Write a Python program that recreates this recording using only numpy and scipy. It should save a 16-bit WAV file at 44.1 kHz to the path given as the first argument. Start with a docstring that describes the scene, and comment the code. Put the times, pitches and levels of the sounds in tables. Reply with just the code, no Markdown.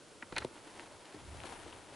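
"""Rifle handled in a pine forest

The action clacks close to the microphone: each impact excites the modes of metal parts and stock,
and the hand thuds on the stock. As the rifle is lowered, sleeves rustle by friction, gear and twigs
tick, and air buffets the moving microphone. Light wind in the trees and a thin hiss lie underneath,
and the ground and near trunks return a short diffuse reflection."""
import sys
import numpy as np
from scipy import signal
from scipy.fft import rfft, irfft
from scipy.io import wavfile
from scipy.ndimage import uniform_filter1d

SR = 44100
rng = np.random.default_rng(int(sys.argv[2]) if len(sys.argv) > 2 else 0)


def int16_out(signal):
    """Quantize to a 16-bit WAV file."""
    q = np.round(np.clip(np.atleast_2d(signal).T, -1, 1) * 32767)
    wavfile.write(sys.argv[1], SR, q.astype(np.int16))


N = 85995
AGE = np.arange(8192) / SR  # time since an impact [s]

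# Direction of sleeves and ticks: (time [s], left minus right [dB])
HANDLING_PAN = [(0, 0), (1.15, 1.5), (1.45, 5.5), (1.95, 3.3)]


def undb(db):
    """Amplitude ratio of a level in decibels."""
    return 10 ** (np.asarray(db) / 20)


def unit_rms(x):
    """Normalisation to unit power."""
    return x / np.sqrt(np.mean(x ** 2))


def unit_energy(x):
    """Normalisation to unit energy."""
    return x / np.sqrt(np.sum(x ** 2))


def curve(rows):
    """Linear interpolation of (time [s], value) points."""
    return np.interp(np.arange(N) / SR, *np.array(rows, float).T)


def response(spectrum, size):
    """Magnitude response through (frequency [Hz], level [dB]) points on a logarithmic axis."""
    hz, db = np.array(spectrum, float).T
    bins = np.maximum(np.fft.rfftfreq(size, 1 / SR), 1)
    return undb(np.interp(np.log(bins), np.log(hz), db))


def colour(x, spectrum):
    """Zero-phase filtering by multiplication of spectra."""
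    return irfft(rfft(x) * response(spectrum, len(x)), len(x))


def butterworth(x, hz, kind="lowpass", order=2):
    """Filtering with a maximally flat passband."""
    return signal.sosfilt(signal.butter(order, hz, kind, fs=SR, output="sos"), x)


def drift(rate_hz):
    """Smoothed random steps give a slow fluctuation of unit power."""
    step = int(SR / rate_hz)
    stairs = np.repeat(rng.standard_normal(N // step + 1), step)
    return unit_rms(uniform_filter1d(stairs, step)[:N])


def stereo(mid, side, pan_db=0):
    """Sum and difference give left and right; a level difference sets the direction."""
    return np.array([(mid + side) * undb(pan_db / 2), (mid - side) * undb(-pan_db / 2)])


def wash(source, spectrum, side_db, pan_db=0):
    """Decorrelation: independent noise of the same colour widens a filtered source."""
    side = undb(side_db) * unit_rms(colour(rng.standard_normal(N), spectrum))
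    return stereo(unit_rms(colour(source, spectrum)), side, pan_db)


def add(out, start, x):
    """Superposition of a sound from its start time [s]."""
    i = int(start * SR)
    out[i:i + len(x)] += x[:N - i]


def wind():
    """Turbulence in the trees radiates broadband noise, its level wavering slightly."""
    # Wind and hiss: (frequency [Hz], level [dB])
    spectrum = [(15, -33), (25, -58), (112, -11.5), (187, -9.5), (247, -10.5), (319, -5.5), (492, -6.5),
                (531, -7), (573, -4.5), (819, -17.5), (930, -15), (1510, -14), (1630, -19), (2930, -19),
                (11000, -24.5), (14300, -116), (22000, -120)]
    # Stereo width: (frequency [Hz], side minus mid [dB])
    width = [(40, 8), (120, 0), (300, -16), (1000, -10.5), (3000, -11.5), (10000, -7)]
    mid, side = (unit_rms(colour(rng.standard_normal(N), spectrum)) for _ in range(2))
    return stereo(mid, colour(side, width)) * undb(-58.5 - 0.33 * drift(rate_hz=5.3))


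def contact(chatter_s, feedback=0.82):
    """Contact chatter: three all-pass loops turn an impulse into irregular, dying bounces."""
    force = (AGE == 0) * 1.
    for gap_s in chatter_s * np.geomspace(.06, .3, 3) * rng.uniform(.85, 1.15, 3):
        loop = np.r_[1, np.zeros(int(gap_s * SR)), feedback]
        force = signal.lfilter(loop[::-1], loop, force)
    return force


def ring(modes):
    """Free vibration is a sum of damped modes; neighbours swing in opposite senses."""
    return sum((-1) ** k * undb(db) * np.sin(2 * np.pi * hz * AGE) * 1000 ** (-AGE / t60)
               for k, (hz, db, t60) in enumerate(modes))


def metal_ring(t60_at_1khz=0.035):
    """Damping of the metal parts grows with frequency, so high modes die first."""
    # Modes of the metal: (frequency [Hz])
    frequencies = [915, 1030, 1391, 1522, 1790, 1946, 2195, 2402, 2520, 2800, 3145, 3905, 4180, 4420]
    # Strength of each mode: (level [dB])
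    levels = [1, -8.5, 1.5, -1, 1.5, 0.5, 3.5, 3.5, -8, -23, -2.5, 2, 3, 7]
    return ring((hz, db, t60_at_1khz * (1000 / hz) ** 0.82) for hz, db in zip(frequencies, levels))


def stock_ring(pitch=1, hold=1):
    """The low, strongly damped modes of the stock give a thud."""
    # Modes of the stock: (frequency [Hz], level [dB], T60 [s])
    modes = [(133, -10, 0.054), (247.6, -9, 0.058), (360, -0.5, 0.043), (500, 1.5, 0.024), (634, -8, 0.035),
             (900, -7, 0.019)]
    return ring((hz * pitch, db, t60 * hold) for hz, db, t60 in modes)


def crack(size=1024):
    """A minimum-phase pulse packs the energy of its spectrum as early as causality allows."""
    # Impact click: (frequency [Hz], level [dB])
    spectrum = [(60, -26), (200, -0.5), (500, -15), (800, -4.5), (1500, -3.5), (2800, 1), (4200, 5.5),
                (5200, -8.5), (6400, -6), (7300, -11.5), (9600, -3.5), (11000, -8)]
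    cepstrum = irfft(np.log(response(spectrum, size)))
    return irfft(np.exp(rfft(2 * cepstrum[:size // 2], size)))


def action():
    """Impact excitation: each contact force is convolved with the metal, stock and crack responses."""
    # Knocks: (time [s], ring [dB], crack [dB], thud [dB], contact cut-off [Hz], chatter length [s])
    knocks = [(0.2223, -26.5, -35, -45, 2350, .002), (0.2278, -28, -35, -48, 1940, 0.0011),
              (.3230, -24, -26.5, -31.5, 1420, .002), (0.3243, -37, -32, -23.5, 6840, .004),
              (0.356, -28, -42, -40, 3870, 0.0038), (0.3639, -32, -21, -41, 6650, .0015),
              (.3650, -13.5, -19.5, -30, 3630, .001), (0.3711, -17, -37, -24, 3160, 0.0017),
              (.3730, -20.5, -23.5, -55, 2800, 0.00072), (0.3818, -17, -13, -45, 10200, 0.0011),
              (0.3833, -18.5, -23, -62, 5000, .001), (0.3846, -45, -21, -32, 4500, 0.0017),
              (0.404, -34, -30.5, -34, 5960, 0.014), (0.4194, -24, -24, -41, 1760, 0.0046),
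              (0.4233, -28.5, -38, -30.5, 5000, 0.0045), (0.4474, -35, -27, -28.5, 12000, 0.0012)]
    metal, stock, click = metal_ring(), stock_ring(), crack()
    out = np.zeros(N)
    for start, ring_db, crack_db, thud_db, cutoff_hz, chatter_s in knocks:
        force = butterworth(contact(chatter_s), cutoff_hz, order=4)
        for body, db in (metal, ring_db), (stock, thud_db), (click, crack_db):
            vibration = signal.fftconvolve(force, body)[:len(AGE)]
            add(out, start, undb(db) * unit_energy(vibration))
    return out * undb(4)


def ticks():
    """Tiny snaps of gear and twigs each excite one broad resonance."""
    # Dry ticks: (time [s], level [dB], centre [Hz], bandwidth [Hz], chatter length [s])
    snaps = [(0.2236, -56, 2200, 900, .001), (0.2257, -20.5, 1780, 900, .0015),
             (0.796, -22, 1500, 1730, 0.00041), (1.0558, -32, 1400, 3900, 0.00033),
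             (1.125, -33, 1100, 3000, 0.0025), (1.147, -35, 1470, 700, 0.0034),
             (1.148, -39, 4500, 600, 0.0016), (1.4025, -27, 2550, 1110, .0005),
             (1.4361, -27, 1690, 2600, .001), (1.4405, -26.5, 854, 600, .002),
             (1.523, -30.5, 1160, 2360, .0015), (1.526, -26, 850, 296, 0.0022),
             (1.662, -29, 900, 450, 0.0016), (1.726, -29.5, 2970, 800, 0.0022),
             (1.729, -29, 930, 500, 0.0015)]
    out = np.zeros(N)
    for start, db, centre_hz, width_hz, chatter_s in snaps:
        low_hz = np.hypot(centre_hz, width_hz / 2) - width_hz / 2  # centre is the geometric mean
        tick = butterworth(contact(chatter_s), [low_hz, low_hz + width_hz], "bandpass")
        add(out, start, undb(db) * unit_energy(tick))
    return out * undb(0.5)


def hand_bumps():
    """A soft contact acts as a low-pass; only the stock rings, longer under a loose grip."""
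    # Blows of the hand: (time [s], level [dB], pitch [ratio], ring time [ratio], contact cut-off [Hz])
    blows = [(0.2263, -27, 0.66, 1.8, 330), (0.3213, -21.5, 0.88, 0.91, 700), (.4463, -8, 1.01, 1.18, 1340),
             (.509, -33, 0.9, 0.88, 1200), (1.1421, -21, 0.836, 2.9, 430), (1.344, -30, 1.16, 1.3, 1500),
             (1.441, -21.5, 1.5, 1.8, 2500), (1.661, -23.5, .97, 1.8, 1500), (1.922, -29, 1.1, 2.3, 2500)]
    out = np.zeros(N)
    for start, db, pitch, hold, cutoff_hz in blows:
        thud = butterworth(stock_ring(pitch, hold), cutoff_hz)
        add(out, start, undb(db) * unit_energy(thud))
    return butterworth(out, 104, "highpass", order=4) * undb(2)


def buffeting():
    """Turbulent pressure on the moving microphone is heard as a low rumble."""
    # Rumble envelope: (time [s], level [dB])
    envelope = [(0, -77), (.29, -77.5), (.33, -53), (.47, -61), (.55, -89), (.8, -71.5), (.95, -66),
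                (1.1, -87), (1.2, -57), (1.27, -54), (1.35, -49.5), (1.43, -56), (1.53, -69), (1.66, -58.5),
                (1.85, -70), (1.95, -60)]
    # Rumble colour: (frequency [Hz], level [dB])
    spectrum = [(20, -17), (45, -12), (75, -0.5), (110, -4.5), (170, -16.5), (400, -40)]
    return wash(rng.standard_normal(N), spectrum, side_db=-9.5) * undb(curve(envelope))


def fibres(catches_per_s=3500, spread_db=19):
    """Stick-slip friction: cloth fibres catch and release in random impulses of bounded size."""
    catches = rng.random(N) < catches_per_s / SR
    signs = np.sign(rng.standard_normal(N))
    return unit_rms(catches * signs * undb(spread_db * rng.random(N)))


def sleeves(flicker_db=1.56):
    """Friction noise of cloth swells in uneven strokes, with a fine swish on top."""
    # Rubbing strokes: (time [s], level [dB])
    rub_envelope = [(0, -72), (.3, -63.5), (.41, -52), (.48, -62.5), (.56, -59.5), (.72, -57.5), (.81, -52),
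                    (.87, -57), (1.0, -61), (1.09, -59), (1.14, -57), (1.22, -59), (1.38, -56),
                    (1.45, -51.5), (1.53, -49.5), (1.58, -55), (1.72, -55.5), (1.85, -59.5), (1.95, -55.5)]
    # Rubbing colour: (frequency [Hz], level [dB])
    rub_spectrum = [(100, -18.5), (200, -9.5), (310, 5.5), (500, -6), (700, -2), (900, 2.5), (1150, -7),
                    (1450, -6), (2000, -7.5), (3200, -10), (5000, -15.5), (11000, -21)]
    # Swish strokes: (time [s], level [dB])
    swish_envelope = [(0, -71.5), (.7, -59.5), (.85, -61.5), (1.1, -65.5), (1.3, -62.5), (1.42, -56.5),
                      (1.53, -52.5), (1.62, -56.5), (1.68, -65), (1.76, -58.5), (1.95, -70)]
    # Swish colour: (frequency [Hz], level [dB])
    swish_spectrum = [(1000, 17), (3500, 2), (6000, -6.5), (7500, -6), (9500, 8), (11000, 2.5)]
    rub = wash(fibres(), rub_spectrum, side_db=-16, pan_db=curve(HANDLING_PAN))
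    rub *= undb(curve(rub_envelope) + flicker_db * drift(rate_hz=60))
    swish = wash(fibres(), swish_spectrum, side_db=-7) * undb(curve(swish_envelope))
    return rub + swish


def scatter(x, t60, cutoff_hz):
    """Diffuse reflection acts as convolution with exponentially decaying noise."""
    tail = rng.standard_normal(N) * 1000 ** (-np.arange(N) / SR / t60)
    return signal.fftconvolve(x, unit_energy(butterworth(tail, cutoff_hz, order=1)))[:N]


def scene():
    """Superposition of direct sound, reflections from ground and trunks, and moving air."""
    rifle, ticking = action() + hand_bumps(), ticks()
    treble = butterworth(rifle, 4800, "highpass")
    side = 0.22 * scatter(treble, t60=0.018, cutoff_hz=12000)  # the treble differs between the ears
    direct = stereo(rifle, side, pan_db=0.7) + stereo(ticking, 0, pan_db=1.5 + curve(HANDLING_PAN))
    reflections = np.array([scatter(rifle + ticking, t60=0.089, cutoff_hz=5000) for _ in range(2)])
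    return direct + undb(-21) * reflections + sleeves() + wind() + buffeting()


def record(dry, cutoff_hz=11080):
    """Band limiting: a steep elliptic low-pass removes the highest treble."""
    return signal.sosfilt(signal.ellip(10, .2, 70, cutoff_hz, fs=SR, output="sos"), dry)


dry = scene()
out = record(dry)
int16_out(out)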